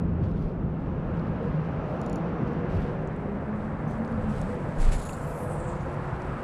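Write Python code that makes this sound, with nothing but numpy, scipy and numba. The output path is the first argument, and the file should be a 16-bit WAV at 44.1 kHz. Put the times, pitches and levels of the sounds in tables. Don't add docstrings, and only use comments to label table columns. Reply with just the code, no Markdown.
import sys
import numpy as np
from scipy import signal
from scipy.io import wavfile
from scipy.ndimage import uniform_filter1d
from numba import njit

SR = 44100
rng = np.random.default_rng(int(sys.argv[2]) if len(sys.argv) > 2 else 0)


def unload_audio(sound):
    columns = np.transpose(np.atleast_2d(sound))
    steps = np.round(np.clip(columns, -1, 1) * 32767)
    wavfile.write(sys.argv[1], SR, steps.astype(np.int16))


N = 283563


def undb(db):
    return np.exp(np.asarray(db) * (np.log(10) / 20))


def unit(x):
    return x / np.sqrt(np.mean(x ** 2))


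def curves(table):
    times, *columns = np.transpose(table)
    t = np.arange(N) / SR
    since_start = t - times[0] + (times[0] == 0)
    until_end = times[-1] - t + (times[-1] > N / SR - .02)
    gate = np.clip(np.minimum(since_start, until_end) / .02, 0, 1)
    return [np.interp(t, times, column) for column in columns] + [gate]


def swell(peak_s, db, rise_db_s, fall_db_s, hold_s=0):
    t = np.arange(N) / SR - peak_s
    return undb(db + rise_db_s * np.minimum(t, 0) - fall_db_s * np.maximum(t - hold_s, 0))


@njit
def resonator(x, hz, width_hz):
    out = np.empty(len(x))
    band_state, low_state, tuning, damping, last_hz = 0., 0., 0., 0., 0.
    for i in range(len(x)):
        if hz[i] != last_hz:
            last_hz = hz[i]
            tuning, damping = np.tan(np.pi * hz[i] / SR), width_hz / hz[i]
        ring = (band_state + tuning * (x[i] + 1e-18 - low_state)) / (1 + tuning * (tuning + damping))
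        band_state = 2 * ring - band_state
        low_state += 2 * tuning * ring
        out[i] = damping * ring
    return out


def band(x, hz, width_hz):
    hz = np.clip(hz + np.zeros(len(x)), 10, .45 * SR)
    return resonator(resonator(x, hz, float(width_hz)), hz, float(width_hz))


def noise_band(hz, width_hz):
    return unit(band(rng.standard_normal(N), hz, width_hz))


def wander(rate_hz):
    hold = int(SR / rate_hz)
    steps = np.repeat(rng.standard_normal(N // hold + 1), hold)
    return unit(uniform_filter1d(uniform_filter1d(steps, hold), hold)[:N])


def grit(scatter_db):
    return unit(rng.standard_normal(N) * undb(scatter_db * np.minimum(rng.exponential(size=N), 5.)))


def hiss(bands, scatter_db, flicker_db):
    return unit(sum(undb(db + flicker_db * wander(30)) * unit(band(grit(scatter_db), hz, width))
                    for hz, width, db in bands))


# time_s, rumble_db, drone_db, low_roar_db, high_roar_db, tyre_hiss_db, thin_hiss_db
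ROAD_SWELLS = [(0, -31.5, -30.5, -44.5, -50.5, -61, -59), (.65, -38, -31, -44, -51, -63.5, -60.5),
               (1.15, -34.5, -31, -41, -46, -58, -54), (1.7, -41, -32, -40, -46, -54.5, -53.5),
               (1.95, -40, -30, -35.5, -43.5, -57, -52.5), (2.5, -42.5, -29.5, -41, -43.5, -54, -52),
               (2.8, -37.5, -30, -38, -44, -52.5, -51), (3.05, -42, -32.5, -40, -46.5, -54, -56.5),
               (4.0, -40, -33.5, -40, -44.5, -53.5, -65.5), (4.3, -34.5, -33.5, -41, -44, -54.5, -53),
               (4.6, -40.5, -32, -39, -45, -53.5, -58), (4.9, -35.5, -36, -40, -45, -56, -57.5),
               (5.2, -40.5, -36, -40.5, -44, -55, -55.5), (5.5, -39, -37, -39, -44, -53, -59),
               (6.43, -40.5, -36, -40.5, -42, -51.5, -53.5)]
# frequency_hz, relative_density_db
ROAD_SPECTRUM = [(20, -8), (80, -2), (120, -2.5), (160, -0.5), (250, -7), (380, -13.5), (480, -9.5),
                 (700, -15.5), (1230, -20), (1600, -26), (2100, -34.5), (2700, -40.5), (3400, -69),
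                 (6500, -84)]
def road(level_db=-30.5):
    swells_db = np.array(curves(ROAD_SWELLS)[:-1])
    swells_db -= swells_db.mean(axis=1, keepdims=True)
    spectrum_hz, density_db = np.transpose(ROAD_SPECTRUM)
    crossovers_hz = [130, 420, 800, 1600, 2300]
    out = 0
    for hz in 20 * 2 ** np.arange(0, 8.7, 1 / 3):
        band_db = np.interp(np.log(hz), np.log(spectrum_hz), density_db) + 10 * np.log10(hz)
        swell_db = swells_db[np.searchsorted(crossovers_hz, hz)]
        out += undb(band_db + swell_db + .72 * wander(6)) * noise_band(hz, hz / 3)
    return undb(level_db) * unit(out)


def far_tone(table, width_hz):
    hz, db, gate = curves(table)
    phase = 2 * np.pi * np.cumsum(hz + 3.512 * wander(22.01)) / SR
    steady = np.sqrt(2) * np.sin(phase + rng.uniform(0, 2 * np.pi))
    scattered = noise_band(hz, width_hz)
    return gate * undb(db + wander(18)) * (.63 * steady + .53 * scattered)


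# time_s, gain_db
ENGINE_HUM = [(0, -27.5), (.3, -37.5), (.48, -37), (.75, -36.5), (1.2, -29.5), (1.4, -36), (1.58, -26.5),
              (1.82, -37.5), (1.95, -36), (2.24, -43), (2.36, -32.5), (2.9, -33), (3.3, -37), (4.0, -37.5),
              (4.7, -36.5), (5.15, -45.5), (5.6, -36.5), (6.43, -43.5)]
# start_s, length_s, start_pitch_hz, climb_hz_per_s, middle_gain_db
PASSING_TONES = [(1.39, 0.12, 472, -5.5, -38), (2.054, 0.62, 473.3, 0, -36.5), (2.795, 0.23, 484, 0, -43),
                 (1.999, 1.52, 312, 71.5, -41), (3.954, 0.77, 499, -7.5, -38.5),
                 (5.148, 0.74, 487.3, 30, -41), (5.4, 1.3, 337.8, 34.5, -43)]
# time_s, pitch_hz, gain_db
ENGINE_REV = [(3.2, 197.4, -35), (3.5, 208.4, -30), (4.05, 225.3, -32), (4.35, 213.6, -32.5),
              (4.8, 178.3, -43)]
def vehicles(hum_hz=163.6, hum_sag_hz_s=3., edge_db=-3.5):
    hum = [(s, hum_hz - hum_sag_hz_s * s, db) for s, db in ENGINE_HUM]
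    out = far_tone(hum, width_hz=35) + far_tone(ENGINE_REV, width_hz=9.5)
    for start_s, length_s, hz, climb, db in PASSING_TONES:
        arc = [(start_s + share * length_s, hz + climb * share * length_s, db + dip_db)
               for share, dip_db in [(0, edge_db), (.5, 0), (1, edge_db)]]
        out += far_tone(arc, width_hz=21)
    return out


# peak_s, level_db, centre_hz
WIND_PUFFS = [(.02, -30, 50.6), (.23, -24.5, 85), (.45, -28.5, 34.8), (1.19, -32, 45), (1.27, -35, 60),
              (1.45, -28.5, 70), (2.1, -39, 50), (2.43, -31.5, 90.5), (2.77, -25.5, 55), (4.25, -35, 69.5),
              (4.98, -28, 22)]
def wind():
    return sum(swell(s, db, rise_db_s=297.5, fall_db_s=179) * noise_band(hz, 1.2 * hz)
               for s, db, hz in WIND_PUFFS)


# time_s, dull_db, bright_db
CLOTH_BED = [(0, -94.5, -104), (.6, -86, -96), (1.7, -70.5, -89), (2.4, -74.5, -94.5), (3.0, -76, -81.5),
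             (3.8, -87, -78.5), (4.0, -73.5, -75), (4.7, -69.5, -68.5), (4.85, -64, -71), (5.3, -79, -62),
             (5.6, -67.5, -68.5), (6.1, -68.5, -71), (6.43, -68, -70.5)]
# start_s, hold_s, dull_db, bright_db
CLOTH_RUBS = [(.235, 0.034, -68, -92), (.315, .03, -80, -92), (.37, .03, -74, -95), (.42, 0.039, -69, -88),
              (.8, 0.054, -78, -92.5), (1.15, 0.049, -75, -87.5), (1.43, 0.065, -76.5, -87.5),
              (1.87, 0.23, -75, -85), (2.47, 0.052, -73, -89), (2.7, 0.14, -67, -80),
              (3.559, 0.055, -75, -80.5), (3.9, .04, -73, -74), (4.3, 0.083, -66.5, -68.5),
              (4.42, .09, -74, -79)]
# centre_hz, width_hz, gain_db
DULL_BANDS = [(3200, 2000, 8), (4500, 2100, 2.5), (5700, 1200, -8.5), (8000, 12000, -13), (11500, 7100, -7)]
# centre_hz, width_hz, gain_db
BRIGHT_BANDS = [(8000, 2000, -1.5), (9900, 1200, -6), (6940, 6900, 0)]
def rustle(rise_db_s=1101, fall_db_s=133.5, snaps_per_s=60):
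    dull_bed_db, bright_bed_db, _ = curves(CLOTH_BED)
    dull_gain, bright_gain = undb(dull_bed_db), undb(bright_bed_db)
    for start_s, hold_s, dull_db, bright_db in CLOTH_RUBS:
        dull_gain += swell(start_s, dull_db, rise_db_s, fall_db_s, hold_s)
        bright_gain += swell(start_s, bright_db, rise_db_s, fall_db_s, hold_s)
    jerks = undb(1.3 * wander(35))
    snaps = (rng.uniform(size=N) < snaps_per_s / SR) * undb(4 * rng.standard_normal(N))
    crackle = undb(-10.5) * dull_gain * unit(band(snaps, hz=4200, width_hz=3500))
    dull = dull_gain * hiss(DULL_BANDS, scatter_db=6.6, flicker_db=.88)
    bright = bright_gain * hiss(BRIGHT_BANDS, scatter_db=2.7, flicker_db=1.1)
    return crackle + jerks * (dull + bright)


def snap(rise_s):
    age = np.arange(int(.03 * SR)) / SR / rise_s
    return rng.standard_normal(len(age)) * age * np.exp(-age)


# start_s, peak_db, centre_hz, width_hz
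TACKLE_TICKS = [(.139, -65, 4000, 2000), (.226, -64, 4000, 4000), (.315, -59, 3500, 2000),
                (.52, -64, 4500, 4000), (1.171, -59, 4500, 3000), (1.195, -50, 4000, 1200),
                (1.268, -55, 4000, 2000), (1.429, -57, 4500, 4000), (2.005, -58, 5600, 900),
                (2.028, -64, 10000, 4000), (2.18, -58, 5000, 3020), (2.222, -57, 3400, 1200),
                (2.476, -57, 5500, 3000), (2.533, -55, 5000, 4000), (3.074, -50, 6400, 3000),
                (3.163, -54, 8500, 4000), (3.912, -48, 8000, 4000), (3.918, -55, 9500, 6000),
                (3.982, -58, 9000, 6000), (4.048, -46, 4000, 3000), (4.055, -55, 8500, 4000),
                (4.078, -50, 5000, 5000), (4.114, -56, 9500, 3000), (4.121, -53, 6950, 5020),
                (4.362, -56, 10000, 6000), (4.415, -37, 6500, 6000), (4.752, -62, 11500, 4000),
                (4.545, -51, 9800, 2000), (4.786, -47, 8000, 8000), (4.802, -44, 6500, 3000),
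                (4.829, -30, 1600, 1200), (5.093, -37, 2680, 500), (5.132, -43, 4300, 1200),
                (5.776, -59, 9000, 5040), (5.831, -55, 10000, 4000), (5.861, -59, 9500, 4000),
                (5.942, -53, 10000, 3000), (6.22, -44, 5000, 4000)]
# start_s, peak_db
PAWL_CLICKS = [(2.0143, -39.5), (2.062, -42), (2.0971, -40.5), (2.129, -41), (2.1575, -41), (2.1684, -53)]
# centre_hz, width_hz, gain_db
REEL_MODES = [(4430, 280, -2.5), (5320, 400, -3), (5700, 500, -2), (6960, 480, 3.5), (9300, 720, -8),
              (10400, 1400, -3), (13000, 3000, -15), (4500, 3400, -9)]
def clicks():
    hits = [(s, db, REEL_MODES, snap(.00027) + .08 * snap(.0013)) for s, db in PAWL_CLICKS]
    hits += [(s, db, [(hz, width, 0)], snap(.0004)) for s, db, hz, width in TACKLE_TICKS]
    out = np.zeros(N)
    for start_s, peak_db, modes, strike in hits:
        hit = sum(undb(db) * unit(band(strike, hz, width)) for hz, width, db in modes)
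        start = int(start_s * SR)
        out[start:start + len(hit)] += undb(peak_db) * hit / np.abs(hit).max()
    return out


# start_s, hold_s, level_db
HANDLE_TURNS = [(.89, 0.027, -84)]
def reel_whirr(centre_hz=5800):
    winding = swell(peak_s=2.2, db=-76, rise_db_s=25.5, fall_db_s=14)
    winding += sum(swell(s, db, 400, 300, hold_s) for s, hold_s, db in HANDLE_TURNS)
    glint = swell(peak_s=2.125, db=-82, rise_db_s=600, fall_db_s=600, hold_s=.055)
    gears = hiss([(centre_hz, 700, 0)], scatter_db=3.5, flicker_db=4.5)
    overtone = hiss([(1.89 * centre_hz, 700, 0)], scatter_db=2.2, flicker_db=1.6)
    return winding * gears + glint * overtone


def reel_squeak(pitch_hz=6050):
    noise = rng.standard_normal(N)
    envelope = swell(peak_s=3.878, db=-68, rise_db_s=3000, fall_db_s=90)
    choke = swell(peak_s=3.938, db=0, rise_db_s=0, fall_db_s=900)
    squeal = sum(gain * unit(band(noise, ratio * pitch_hz, width_hz))
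                 for ratio, width_hz, gain in [(1, 700, 1), (1.87, 1200, .3), (2.1, 1600, .25)])
    return envelope * choke * squeal


def mount_shudder(start_s=4.795, length_s=.091, start_hz=24.6, climb_hz_s=30, grow_db_s=47):
    t = np.arange(N) / SR - start_s
    hz = start_hz + climb_hz_s * np.clip(t, 0, length_s)
    phase = 2 * np.pi * (np.cumsum(hz) - np.sum(hz[t < 0])) / SR + .1
    swing = np.sin(phase) + .12 * np.sin(2 * phase + 3.4)
    stop_s = start_s + length_s
    onset = swell(start_s, db=-20.5, rise_db_s=970, fall_db_s=0)
    growth = swell(stop_s, db=grow_db_s * length_s, rise_db_s=grow_db_s, fall_db_s=700)
    tremble = swell(stop_s, db=-24, rise_db_s=890, fall_db_s=91)
    return np.sqrt(2) * (onset * growth + tremble) * swing


# centre_hz, width_hz, gain_db
PORT_MODES = [(4000, 3600, -1.5), (7700, 2800, 2.5), (9880, 1600, 0.5), (12800, 5600, -12)]
def camera_port(x):
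    return unit(sum((-1) ** k * undb(db) * band(x, hz, width)
                    for k, (hz, width, db) in enumerate(PORT_MODES)))


# peak_s, hold_s, hiss_db, rush_above_hiss_db, rise_db_per_s, fall_db_per_s
ROD_STROKES = [(4.812, 0.011, -51, 1, 454, 250.), (4.89, .005, -58, 9.5, 200, 200.),
               (4.912, 0.014, -60, 10, 302, 72), (4.921, 0.0033, -46.5, -0.5, 1000., 450.)]
def rod_swish():
    bright = camera_port(grit(scatter_db=3.3))
    rush = noise_band(hz=1350, width_hz=1800)
    strokes = sum(swell(s, db, rise, fall, hold_s) * (bright + undb(rush_db) * rush)
                  for s, hold_s, db, rush_db, rise, fall in ROD_STROKES)
    return undb(2 * wander(89.88)) * strokes


RELEASE_S, SLOWS_AFTER_S = 4.908, .177
def coil_throb(fastest_hz=28.3, slowest_hz=12, slowing_hz_s=66):
    t = np.arange(N) / SR - RELEASE_S
    coil_hz = np.clip(fastest_hz - slowing_hz_s * (t - SLOWS_AFTER_S), slowest_hz, fastest_hz)
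    turn = np.cumsum(coil_hz * (t > 0)) / SR % 1
    bite = np.clip(turn / .07, .25, 1)
    return bite * undb(-11 * turn ** 5 + 1.2 * wander(110))


# starting_centre_hz, width_hz, gain_db
RING_BANDS = [(4000, 2000, -5.5), (7000, 960, -0.5), (8000, 2000, -2), (10200, 1400, 0), (13300, 4000, -9)]
def ring_slap(throb, slackens_s=5.16, slack_db=-5.5, fades_s=5.33):
    t = np.arange(N) / SR
    envelope = swell(RELEASE_S + .025, db=-49.5, rise_db_s=600, fall_db_s=20, hold_s=.11)
    envelope *= swell(fades_s, db=0, rise_db_s=0, fall_db_s=130)
    envelope *= undb(slack_db * np.clip((t - slackens_s) / .01, 0, 1))
    climb = 1 + .35 * np.clip(t - RELEASE_S - SLOWS_AFTER_S, 0, .3)
    bands = [(hz * climb if hz < 9000 else hz, width, db) for hz, width, db in RING_BANDS]
    return envelope * throb * hiss(bands, scatter_db=4.1, flicker_db=1.5)


# time_s, centre_hz, level_db, relative_sheen_db
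WHISTLE_GLIDE = [(5.17, 11000, -72, 4), (5.3, 10400, -64, 7), (5.4, 9650, -55.5, -3),
                 (5.5, 8600, -52.5, -3), (5.59, 8100, -54, -9), (5.68, 7600, -55, -20),
                 (5.77, 7100, -61, -18), (5.83, 6600, -67, -18), (5.9, 6300, -80, -18)]
def line_whistle(throb):
    hz, level_db, sheen_db, gate = curves(WHISTLE_GLIDE)
    bands = [(hz, 2000, 0), (1.11 * hz, 1500, -5), (1.22 * hz, 5000, sheen_db)]
    air = hiss(bands, scatter_db=3.8, flicker_db=1.5)
    return gate * undb(level_db + 1.3 * wander(70)) * throb ** .17 * air


def scene():
    background = road() + vehicles() + wind()
    handling = rustle() + clicks() + reel_whirr() + reel_squeak()
    throw = mount_shudder() + rod_swish()
    throb = coil_throb()
    line = ring_slap(throb) + line_whistle(throb)
    return (background + handling + throw + line)[None]


def record(dry):
    dull_hz, top_hz = 12500, 15000
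    dulled = signal.lfilter(*signal.butter(2, dull_hz, fs=SR), dry)
    return signal.sosfilt(signal.ellip(8, .2, 70, top_hz, fs=SR, output="sos"), dulled)


dry = scene()
out = record(dry)
unload_audio(out)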